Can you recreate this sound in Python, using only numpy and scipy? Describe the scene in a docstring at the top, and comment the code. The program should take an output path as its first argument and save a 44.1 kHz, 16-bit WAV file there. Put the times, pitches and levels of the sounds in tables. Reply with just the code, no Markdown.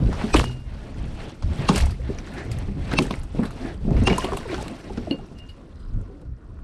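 """Outdoors at a hole in thin ice, heard from a microphone worn on the chest in a metal boat.
Hard blows crack the ice edge and slap the water: rattles ring sharp modes, noise bursts splinter, sines slap.
The hull thuds in beating low tones, a loose metal part rings, and trapped air bubbles as gliding sines.
Spray, sloshing, rustling clothes, wind and a far wash are grainy coloured noise; drops ring at random.
Faint squeaks glide, and something hollow drags along the hull."""
import sys
import numpy as np
from scipy import signal
from scipy.io import wavfile

SR = 44100
rng = np.random.default_rng(int(sys.argv[2]) if len(sys.argv) > 2 else 0)


def store_pcm(level_fs):
    """Save levels as 16-bit WAV."""
    pcm = np.round(np.clip(level_fs, -1, 1) * 32767).astype(np.int16)
    wavfile.write(sys.argv[1], SR, np.atleast_2d(pcm).T)


def voltage_ratio(decibels):
    """Convert decibels (scalar or array-like) to amplitude ratios, 20 dB per decade."""
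    exponent = np.asarray(decibels, float) / 20
    return 10 ** exponent


N = 292383  # length in samples


def rms_one(x):
    """Scale to an average strength (rms) of 1."""
    return x / np.sqrt(np.mean(x ** 2) + 1e-20)


def in_time(rows):
    """Join the points of a (time [s], level [dB]) table by straight lines, one value a sample."""
    s, level_db = np.transpose(rows)
    return np.interp(np.arange(N) / SR, s, level_db)


def drift(rate_hz):
    """Slow random wandering with rms 1: noise at every 20th sample, smoothed twice."""
    r = np.exp(-40 * np.pi * rate_hz / SR)
    noise = rng.standard_normal(N // 20 + 2002)
    slow = signal.lfilter([1], [1, -2 * r, r * r], noise)[2000:]  # skip the filter's start
    return np.interp(np.arange(N) / 20, np.arange(len(slow)), rms_one(slow))


def ring(x, hz, t60):
    """A resonance: a unit click sets a sine ringing that falls by 60 dB in t60 seconds."""
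    r, w = voltage_ratio(-60 / (t60 * SR)), 2 * np.pi * hz / SR
    return signal.lfilter([0, np.sin(w)], [1, -2 * r * np.cos(w), r * r], x + 1e-18)


def add(out, s, sound):
    """Mix a short sound in at time s."""
    i = round(s * SR)
    out[i:i + len(sound)] += sound[:N - i]


def swells(rows):
    """Strength of surges (peak time [s], level [dB], rise [s], 60 dB fall [s]), summed as power."""
    t, power = np.arange(0, N + 64, 64) / SR, 1e-14
    for s, level_db, rise, t60 in rows:
        shape_db = np.where(t < s, 8.7 * (t - s) / rise, 60 * (s - t) / t60)
        power = power + voltage_ratio(level_db + shape_db) ** 2
    return np.interp(np.arange(N) / SR, t, np.sqrt(power))


def grainy(spectrum, per_s, spread_db, grain_db, shared_db, own_db, speed):
    """Noise and random grains in third-octave bands that swell together and flicker alone; rms 1."""
    hz, level_db = np.transpose(spectrum)
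    edges = hz[0] * 2 ** np.arange(0, np.log2(hz[-1] / hz[0]) + .2, 1 / 3)
    together = shared_db * drift(speed)
    sizes = voltage_ratio(spread_db * np.minimum(rng.exponential(1, N), 5)) * rng.choice([-1, 1], N)
    grains = rms_one(sizes * (rng.random(N) < per_s * voltage_ratio(together) / SR))
    # neighbouring bands take turns between two noises that share the grains
    white = rng.standard_normal((2, N)) + voltage_ratio(grain_db) * grains
    out = 0
    for k, (low, high) in enumerate(zip(edges, np.minimum(edges[1:], .45 * SR))):
        band_pass = signal.butter(2, [low, high], "band", fs=SR, output="sos")
        band = signal.sosfilt(band_pass, white[k % 2])
        centre_db = np.interp(np.log(low * high) / 2, np.log(hz), level_db)
        out = out + band * voltage_ratio(centre_db + together + own_db * drift(speed))
    return rms_one(out)


def droplets(level_db, per_s, low_hz, high_hz, cycles):
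    """Drops and small bubbles come at random; each rings at one of 12 pitches, for some cycles."""
    born = rng.random(N) < per_s / SR
    sizes = born * voltage_ratio(4.4 * np.minimum(rng.exponential(1, N), 2.8)) * rng.choice([-1, 1], N)
    pitches, dealt = np.geomspace(low_hz, high_hz, 12), rng.integers(0, 12, N)
    rings = [ring(sizes * (dealt == k), hz, cycles / hz) for k, hz in enumerate(pitches)]
    return voltage_ratio(level_db) * sum(rings)


# hard blows on the ice edge: (time [s], level of modes under 2 kHz [dB], 2-3 kHz [dB], 3-4.6 kHz [dB],
# 4.6-6 kHz [dB], above [dB], smear-ahead time constant [s], pitch factor)
BLOW_HITS = [(.342, -19, -15.5, -27, -29, -22, 0.006, 0.92),
             (1.689, -20, -17.5, -20, -27, -24.5, 0.0037, 1.02),
             (2.987, -26.5, -11, -22, -25.5, -28, 0.0084, 0.985),
             (4.073, -27, -12.5, -31, -30, -25, 0.0066, 1.015)]
# what a hard blow rings with: (pitch [Hz], level [dB], time to fall 60 dB [s])
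BLOW_MODES = [(800, 6, .03), (1050, 6, 0.025), (2250, -7, .01), (2700, 0, 0.016), (3230, -4, 0.012),
              (3900, -5, .01), (4450, 0, 0.02), (4900, -4, .012), (5390, 0, 0.012), (5870, -6, .012),
              (6350, -3, 0.012), (8500, -6, 0.01), (8950, -3, 0.012)]


def blows():
    """A short rattle of contacts rings all modes; thin steady tones swell up just before the hit."""
    out, t = np.zeros(N), np.arange(SR // 5) / SR - .04
    rattle_s, ahead_db = 0.0028, -3.5
    for s, *group_db, smear_s, pitch in BLOW_HITS:
        for hz, level_db, t60 in BLOW_MODES:
            gain = voltage_ratio(group_db[np.searchsorted([2000, 3000, 4600, 6000], hz)] + level_db)
            rattle = rng.standard_normal(len(t)) * (t >= 0) * np.exp(-np.maximum(t, 0) / rattle_s)
            struck = ring(rattle, pitch * hz, t60)
            # the sharp attack is smeared ahead in time, in the modes above 2500 Hz
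            smear = voltage_ratio(ahead_db) * (t < 0) * (hz > 2500) * np.exp(np.minimum(t, 0) / smear_s)
            ahead = smear * np.sin(2 * np.pi * pitch * hz * t)
            add(out, s + t[0], gain * (struck / np.abs(struck).max() + ahead))
    return out


# cracks and splats: (time [s], level [dB], strongest ring [Hz], treble against the rest [dB],
# time to fall 60 dB [s])
CRACK_BURSTS = [(0.116, -27.5, 1770, -27, 0.31), (0.1291, -20, 1160, -20, 0.14),
                (0.3424, -4, 1170, -54, 0.083), (0.363, -12.5, 3060, -3.5, 0.12),
                (0.4417, -23.5, 2750, 1.5, 0.03), (1.424, -23.5, 980, -53, 0.065),
                (1.69, -5.5, 1170, -50, 0.1), (1.759, -14, 4800, 3, 0.05), (1.7795, -18, 2200, 5, 0.05),
                (1.8085, -22, 5500, 3, 0.025), (1.8575, -31, 2600, 5, 0.046), (1.9081, -31, 4820, -1, 0.11),
                (2.1856, -26.5, 5760, -8, 0.054), (2.2717, -31, 1710, -32, 0.13),
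                (2.337, -31, 1600, -2.5, 0.11), (2.38, -27, 1860, -27, 0.31), (2.5155, -25, 4500, 1, 0.075),
                (2.586, -30.5, 1860, 4.5, 0.035), (2.915, -17.5, 1500, -21, 0.18),
                (2.9298, -18.5, 1770, -7.5, 0.052), (2.936, -16.5, 2390, -6.5, 0.025),
                (2.9868, 0.5, 800, -15, 0.022), (3.024, -26, 3040, 3.5, 0.14),
                (3.1082, -9.5, 930, -15, 0.032), (3.2333, -33, 1090, -0.5, 0.056),
                (3.434, -21.5, 1460, -9.5, 0.18), (3.454, -29.5, 3960, -4, 0.1),
                (3.507, -26.5, 1400, -7, 0.047), (3.9663, -25, 1880, -10, 0.095),
                (4.036, -37, 2770, 9, 0.041), (4.0718, -6, 1020, -39, 0.09),
                (4.099, -14, 2460, -16.5, 0.16), (4.1806, -11, 1020, -3.5, 0.032),
                (4.2453, -10.5, 935, -13, 0.048), (4.37, -16.5, 990, -2, 0.07),
                (4.543, -17.5, 1420, -28, 0.04), (4.6245, -45, 2290, 19, 0.017),
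                (4.6804, -26, 4050, -2, 0.019), (4.974, -23.5, 1570, -32, 0.06),
                (5.109, -31, 2700, -6, 0.16), (5.386, -36.5, 5100, -2, 0.068),
                (5.4907, -41.5, 4500, -5, 0.15), (6.013, -45, 1356, 2, 0.03),
                (6.2143, -42, 1160, -5, 0.025)]


def cracks():
    """Splintering and splats: a brief noise burst through a broad body, a ring and a bright top."""
    out, t = np.zeros(N), np.arange(SR // 5) / SR - .02
    body = signal.butter(2, [700, 4500], "band", fs=SR, output="sos")
    top = signal.butter(2, [5000, 14000], "band", fs=SR, output="sos")
    for s, level_db, hz, treble_db, t60 in CRACK_BURSTS:
        rise = np.exp(np.minimum(t, 0) / (.03 * t60))  # longer splats also build more slowly
        fall = voltage_ratio(-60 * np.maximum(t, 0) / t60)
        snap = np.exp(-np.abs(t) / 0.0005)
        burst = rng.standard_normal(len(t)) * rise * (fall + snap)
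        tone = ring(burst, hz, 0.0038)
        broad = signal.sosfilt(body, burst)
        bright = signal.sosfilt(top, burst)
        low = 0.64 * tone / np.abs(tone).max() + 0.43 * broad / np.abs(broad).max()
        mixed = low + voltage_ratio(treble_db) * bright / np.abs(bright).max()
        add(out, s + 0.001018 + t[0], voltage_ratio(level_db) * mixed)
    return out


# sharp slaps and single drops: (time [s], level [dB], ring [Hz], cycles to fall 60 dB)
SLAP_HITS = [(0.1292, -21.5, 1050, 17), (0.36, -10, 2500, 10), (0.367, -11, 3100, 14.),
             (0.371, -12, 2190, 11), (0.395, -6.5, 2710, 10), (0.399, -3, 1070, 5.1),
             (0.4409, -9.5, 980, 4), (1.7455, -24, 2400, 12.), (1.7595, -15, 2800, 22.),
             (1.7675, -18, 2800, 20.), (1.7795, -25, 2000, 4.5), (1.783, -20, 3200, 11),
             (1.809, -19, 3000, 10), (1.868, -21.5, 870, 7.9), (2.187, -29.5, 2400, 33),
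             (3.068, -28, 8140, 25.), (3.1402, -18, 2170, 12.5), (3.156, -29, 9000, 20.),
             (3.197, -29.5, 10100, 27), (3.3895, -31, 700, 8.7), (3.908, -22, 660, 8.),
             (4.082, -4.5, 1000, 6.9), (4.112, -14.5, 800, 8.7), (4.129, -20, 2570, 22),
             (4.131, -14, 880, 11), (4.244, -22, 3150, 33), (4.2684, -27, 3000, 25),
             (4.3207, -17, 1090, 17), (4.334, -16.5, 1000, 16.), (4.338, -27, 1330, 17),
             (4.373, -23.5, 2780, 20.)]


def slaps():
    """A single push rings one short mode; a bright tick of noise marks its start."""
    out, t = np.zeros(N), np.arange(SR // 20) / SR
    tick_db, tick_s = -12, 0.00026
    for s, level_db, hz, cycles in SLAP_HITS:
        tone = np.sin(2 * np.pi * hz * t) * voltage_ratio(-60 * t * hz / cycles)
        tick = voltage_ratio(tick_db) * rng.standard_normal(len(t)) * np.exp(-t / tick_s)
        add(out, s, voltage_ratio(level_db) * (tone + tick))
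    return out


# dull thuds through hull and water: (time [s], level before a common cut [dB], pitch [Hz],
# time to fall 60 dB [s])
THUD_HITS = [(.003, -15, 140, 0.043), (0.024, -11, 166, 0.09), (0.065, -16.5, 151, 0.079),
             (0.087, -12.5, 174, 0.062), (0.24, -13, 221, 0.19), (0.3479, 3, 314, 0.058),
             (0.36, -10, 118, 0.26), (.41, -19, 125.9, 0.97), (1.519, -39, 142, 0.46),
             (1.592, -12.5, 137, 0.14), (1.696, 1.5, 205, 0.059), (2.092, -15, 236, 0.065),
             (2.684, -20, 198, 0.23), (2.773, -15.5, 182, 0.077), (2.936, -8.5, 328, 0.02),
             (2.957, -11.5, 288, 0.041), (2.991, -5, 206, 0.062), (2.9924, -7.5, 341, 0.057),
             (3.111, -11, 256, 0.013), (3.348, -14.5, 324, 0.019), (3.393, 0.5, 216, 0.011),
             (3.651, -23, 337.3, 0.25), (3.851, -16.5, 175, 0.13), (3.877, -9.5, 204.5, 0.19),
             (3.975, -10, 170, 0.041), (3.914, -3, 155, 0.053), (4.02, -10, 223, 0.091),
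             (4.075, -6, 379, 0.12), (4.114, 2.5, 191, 0.0063), (4.24, -16.5, 377, 0.16),
             (4.324, -14.5, 394, 0.15), (4.53, -11, 338, 0.038), (4.703, -23, 246.4, 0.15),
             (4.905, -20, 390, 0.096), (4.977, -17, 237, 0.16), (5.08, -19, 263, 0.048),
             (5.112, -6.5, 283, 0.1), (5.134, -37, 300, 0.05), (5.243, -32, 406, .05),
             (5.956, -39, 129.4, 0.45), (6.1, -36.5, 395, 0.27), (6.14, -34, 290.7, 0.34)]


def thuds():
    """A soft push rings two close low modes and a weaker overtone, which beat as they die."""
    out, t = np.zeros(N), np.arange(SR // 3) / SR
    for s, level_db, hz, t60 in THUD_HITS:
        detune, turn = rng.random(2)
        phase = 2 * np.pi * hz * t
        pair = np.sin(phase) + 0.35 * np.sin(phase * (1.15 + 0.0095 * detune))
        overtone = 0.24 * np.sin(1.9 * phase + 6 * turn)
        swell = (1 - np.exp(-t / 0.00086)) * voltage_ratio(-60 * t / t60)
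        add(out, s, voltage_ratio(level_db - 4.5) * (pair + overtone) * swell)
    return out


def stirred_water():
    """Every thud stirs the water: strength of the slosh around it, greater for stronger thuds."""
    return swells([(s, -17 + .85 * level_db, .004, .28) for s, level_db, *_ in THUD_HITS])


# touches on the metal part: (time [s], level [dB], extra for upper modes [dB], extra for the lower twin [dB],
# factor on the ring times, contact swell [s])
METAL_TOUCHES = [(0.431, -32, -30, -5, 1.98, 0.023), (4.073, -25, -32, 6, 0.35, 0.002),
                 (4.125, -27, -29, -2, 0.76, 0.0015), (4.221, -33.5, -21, -9, 1.2, 0.0087),
                 (5.11, -31.5, -7.5, 0, 0.74, 0.00055), (5.354, -52, -30, 7, 0.66, .01),
                 (5.388, -51.5, -30, 8.5, 1.4, 0.0024), (5.49, -46, -38, -14, 1, 0.0035)]
# how the loose metal part rings: (pitch [Hz], level [dB], time to fall 60 dB before the factor [s])
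METAL_MODES = [(2420, -19, 0.08), (2815, 0, 0.27), (2874, 5.5, 0.11), (4230, 6, 0.075), (4300, 9, 0.036),
               (4420, 0, 0.19)]


def clinks():
    """Each touch rings the metal part; its hold sets the ring time, and long contacts swell in slowly."""
    out, t = np.zeros(N), np.arange(SR // 2) / SR
    for s, touch_db, upper_db, twin_db, hold, contact_s in METAL_TOUCHES:
        for k, (hz, level_db, t60) in enumerate(METAL_MODES):
            is_twin = k == 1  # the lower of two close modes, which swells half as fast
            gain = voltage_ratio(touch_db + level_db + upper_db * (hz > 3500) + twin_db * is_twin)
            swell = (1 - np.exp(-t / (contact_s * 2 ** is_twin))) * voltage_ratio(-60 * t / (hold * t60))
            add(out, s, gain * swell * np.sin(2 * np.pi * hz * t))
    return out * voltage_ratio(1.2 * drift(45))  # the loose part chatters


# large air pockets: (time [s], level [dB], start pitch [Hz], end pitch [Hz], time to fall 60 dB [s])
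AIR_POCKETS = [(1.995, -30, 474, 530, 0.069), (2.1, -16, 358, 407, 0.065), (2.378, -26, 288, 436, 0.078),
               (3.885, -21.5, 570, 730, 0.048), (4.098, -24, 2300, 2240, 0.063),
               (4.285, -20.5, 680, 650, 0.055), (4.532, -34, 1384, 1404, 0.1),
               (4.655, -36, 1199, 940, 0.087), (4.182, -10.5, 926, 1090, 0.04),
               (4.195, -23, 1027, 1060, 0.093), (4.247, -31, 1050, 1236, 0.33),
               (4.453, -27.5, 534, 248, 0.21), (4.454, -30, 1085, 845, 0.055),
               (4.58, -27.5, 908, 707, 0.11), (4.603, -25.5, 850, 870, 0.065), (4.41, -31, 965, 1037, .04),
               (4.492, -34, 2400, 2320, 0.076), (4.496, -25, 365, 376, 0.45), (4.66, -48, 2930, 2400, 0.08),
               (4.585, -31, 1650, 1300, 0.045), (5.194, -27, 620, 900, 0.025),
               (4.898, -22.5, 696, 900, 0.032), (5.071, -20.5, 726, 560, 0.052)]


def bubbles():
    """Trapped air rings as a sine that glides in pitch and wobbles in strength."""
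    out, t = np.zeros(N), np.arange(SR // 4) / SR
    wobble = 1 + 0.25 * np.sin(2 * np.pi * 45 * t)
    for s, level_db, start_hz, end_hz, t60 in AIR_POCKETS:
        pitch = end_hz + (start_hz - end_hz) * np.exp(-6.0 * t / t60)
        swell = (1 - np.exp(-t / 0.0031)) * voltage_ratio(-60 * t / t60) * wobble
        add(out, s, voltage_ratio(level_db) * swell * np.sin(2 * np.pi * np.cumsum(pitch) / SR))
    return out


# colour of the spray: (frequency [Hz], level per Hz [dB])
SPRAY_COLOUR = [(1500, -52), (2300, 5.5), (3000, -1), (4400, 1.5), (6000, -1), (7200, -10.5), (8500, -3.5),
                (10000, -9.5), (12500, -1), (15500, -14)]


def spray(splash, swing_db):
    """Hissing grains and ringing drops grow louder with the splashes and with body movement."""
    patter = voltage_ratio(-58.5 + .67 * swing_db)
    hiss = grainy(SPRAY_COLOUR, per_s=300, spread_db=5.0, grain_db=-9.0, shared_db=1.6, own_db=1.6, speed=25)
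    drops = droplets(4.4, per_s=130, low_hz=1455, high_hz=12000, cycles=28.0)
    return np.hypot(patter, splash) * (hiss + drops)


# water thrown up: (peak time [s], level [dB], rise time constant [s], time to fall 60 dB [s])
SPLASH_SURGES = [(.2, -50, 0.19, 0.65), (.39, -35.5, 0.067, 0.41), (1.772, -32.5, 0.045, 0.4),
                 (3.0, -42, 0.025, 0.79), (4.2, -40.5, 0.12, 0.95), (4.55, -45.5, 0.1, 1)]


def splash_strength():
    """Each splash surges up and dies away; this strength drives its spray, body and gurgle."""
    return swells(SPLASH_SURGES)


def gurgle(splash, middle):
    """Small bubbles ring at random at steady rates, loudest in the splashes."""
    steady = middle * droplets(-8.0, per_s=120, low_hz=450, high_hz=2800, cycles=30.0)
    return steady + splash * droplets(4.4, per_s=260, low_hz=400, high_hz=3250, cycles=22.0)


# colour of the sloshing: (frequency [Hz], level per Hz [dB])
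SLOSH_COLOUR = [(70, -31), (110, -4.5), (225, -2), (360, -7.5), (480, -12), (700, -19.5), (1100, -36)]


def slosh(swing_db):
    """Low, lumpy water noise follows body movement and the stirring of the thuds."""
    strength = np.hypot(voltage_ratio(-41 + .42 * swing_db), stirred_water())
    return strength * grainy(SLOSH_COLOUR, per_s=80, spread_db=2.0, grain_db=-6.0,
                             shared_db=2.2, own_db=2.5, speed=14)


# wind on the microphone: (time [s], level [dB])
WIND_GUSTS = [(0.0, -14), (0.31, -36), (0.35, -17.5), (0.57, -34.5), (1.0, -30), (1.07, -22), (1.24, -35.5),
              (1.4, -40.5), (1.44, -17.5), (1.55, -27), (1.7, -26.5), (1.75, -25), (1.92, -21.5),
              (2.44, -38.5), (2.55, -23), (3.29, -31), (3.42, -32), (3.75, -32.5), (3.99, -16.5),
              (4.17, -31), (4.56, -31.5), (4.84, -48), (4.87, -30), (5.26, -42.5), (5.45, -38.5),
              (5.67, -42.5), (5.76, -36), (5.92, -32), (5.97, -24), (6.05, -38), (6.33, -32.5),
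              (6.37, -44.5), (6.63, -36.5)]
# colour of the wind: (frequency [Hz], level per Hz [dB])
WIND_COLOUR = [(16, -29), (25, 6), (40, 0), (65, 1.5), (110, -5.5), (180, -14.5), (300, -28), (500, -64.5)]


def wind():
    """Wind buffets the microphone as low, uneven noise that rises and falls with the gusts."""
    return voltage_ratio(in_time(WIND_GUSTS)) * grainy(WIND_COLOUR, per_s=43, spread_db=0.85, grain_db=-5.0,
                                             shared_db=2.04, own_db=2.23, speed=4.6)


# body movement, as rustle: (time [s], level [dB])
BODY_MOVEMENT = [(0, -46), (.11, -55.5), (.2, -34.5), (.33, -43), (.5, -53), (.63, -57), (.79, -49.5),
                 (1.17, -48.5), (1.22, -40), (1.38, -56), (1.45, -51.5), (1.6, -37), (1.85, -45.5),
                 (1.95, -58), (2.08, -46.5), (2.6, -46.5), (2.75, -54.5), (2.9, -39), (3.16, -48),
                 (3.28, -60.5), (3.36, -46), (3.55, -48.5), (3.66, -41.5), (3.8, -58.5), (4.0, -41.5),
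                 (4.3, -39.5), (4.45, -46.5), (4.54, -38), (4.82, -49.5), (4.97, -46), (5.3, -59.5),
                 (5.9, -65.5), (6.2, -67), (6.3, -75.5), (6.63, -71)]


def movement_db():
    """How strongly the body moves from moment to moment."""
    return in_time(BODY_MOVEMENT)


# colour of the rustle and of the middle of a splash: (frequency [Hz], level per Hz [dB])
RUSTLE_COLOUR = [(350, -16), (550, 12.5), (800, 7.5), (1200, 3), (1800, 3.5), (2300, 2), (4000, -6),
                 (6000, -34.5)]


def rustle(middle):
    """Rubbing cloth is grainy noise; the same colour serves as the body of the splashes."""
    return middle * grainy(RUSTLE_COLOUR, per_s=300, spread_db=4.5, grain_db=-7.0,
                           shared_db=1.8, own_db=2.0, speed=18)


# hollow thing on the hull: (time [s], length [s], level [dB])
DRAG_STROKES = [(2.335, .125, -44), (3.625, .115, -43)]
# its resonances: (pitch [Hz], level [dB], time to fall 60 dB [s])
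HOLLOW_MODES = [(368, -4, 0.037), (770, -1.5, 0.016), (1740, 2.5, 0.0082)]


def drags():
    """Dense uneven slips, swelling and fading over the stroke, ring the hollow body."""
    slips = np.zeros(N)
    for s, length, level_db in DRAG_STROKES:
        size = round(length * SR)
        grit = (rng.random(size) < 2500 / SR) * rng.standard_normal(size)  # about 2500 slips a second
        add(slips, s, voltage_ratio(level_db) * np.hanning(size) ** .5 * grit)
    return sum(voltage_ratio(level_db) * ring(slips, hz, t60) for hz, level_db, t60 in HOLLOW_MODES)


# faint rubbing squeaks and scrapes: (time [s], length [s], start pitch [Hz], end pitch [Hz], level [dB])
SQUEAK_GLIDES = [(0, .125, 3750, 4100, -54), (.055, .065, 2650, 2520, -53), (5.68, .26, 4000, 4150, -68),
                 (5.72, .22, 4900, 4900, -68)]


def squeaks():
    """Faint gliding tones with a ragged, noisy strength."""
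    out, ragged = np.zeros(N), drift(150)
    for s, length, start_hz, end_hz, level_db in SQUEAK_GLIDES:
        size = round(length * SR)
        tone = np.sin(2 * np.pi * np.cumsum(np.linspace(start_hz, end_hz, size)) / SR)
        add(out, s, voltage_ratio(level_db) * tone * np.hanning(size) ** .5)
    return out * ragged


# a far, dull wash: (time [s], level [dB])
FAR_LEVEL = [(0, -63), (5.85, -60), (6.3, -64), (6.45, -60), (6.63, -58)]
# its colour: (frequency [Hz], level per Hz [dB])
FAR_WASH_COLOUR = [(600, -29.5), (950, -37), (1100, 6.5), (1350, -2), (1800, -12), (2600, -41)]


def far_wash():
    """A faint band of slowly flickering noise lies behind everything."""
    return voltage_ratio(in_time(FAR_LEVEL)) * grainy(FAR_WASH_COLOUR, per_s=250, spread_db=4.1, grain_db=1.0,
                                            shared_db=0.86, own_db=2.4, speed=4.6)


def scene():
    """Water and cloth follow movement, splashes and thuds; wind has its gusts; single events sit on top."""
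    rustle_db = movement_db()
    swing_db = rustle_db - rustle_db.mean()
    splash = splash_strength()
    middle = np.hypot(voltage_ratio(rustle_db), voltage_ratio(-2.5) * splash)  # cloth and the body of the splashes
    events = blows() + cracks() + slaps() + thuds() + clinks() + bubbles()
    water = spray(splash, swing_db) + gurgle(splash, middle) + slosh(swing_db)
    background = wind() + rustle(middle) + drags() + squeaks() + far_wash()
    return (events + water + background)[None]


def low_pass(x):
    """Removes everything above the highest recorded frequency."""
    return signal.sosfilt(signal.butter(12, 15780, fs=SR, output="sos"), x)


def record(dry):
    """The covered microphone dulls the treble above 9380 Hz and rounds the peaks."""
    dull = signal.sosfilt(signal.butter(4, 9380, fs=SR, output="sos"), dry)
    rounded = 0.86 * np.tanh(dull / 0.94)
    return low_pass(rounded)


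dry = scene()
out = record(dry)
store_pcm(out)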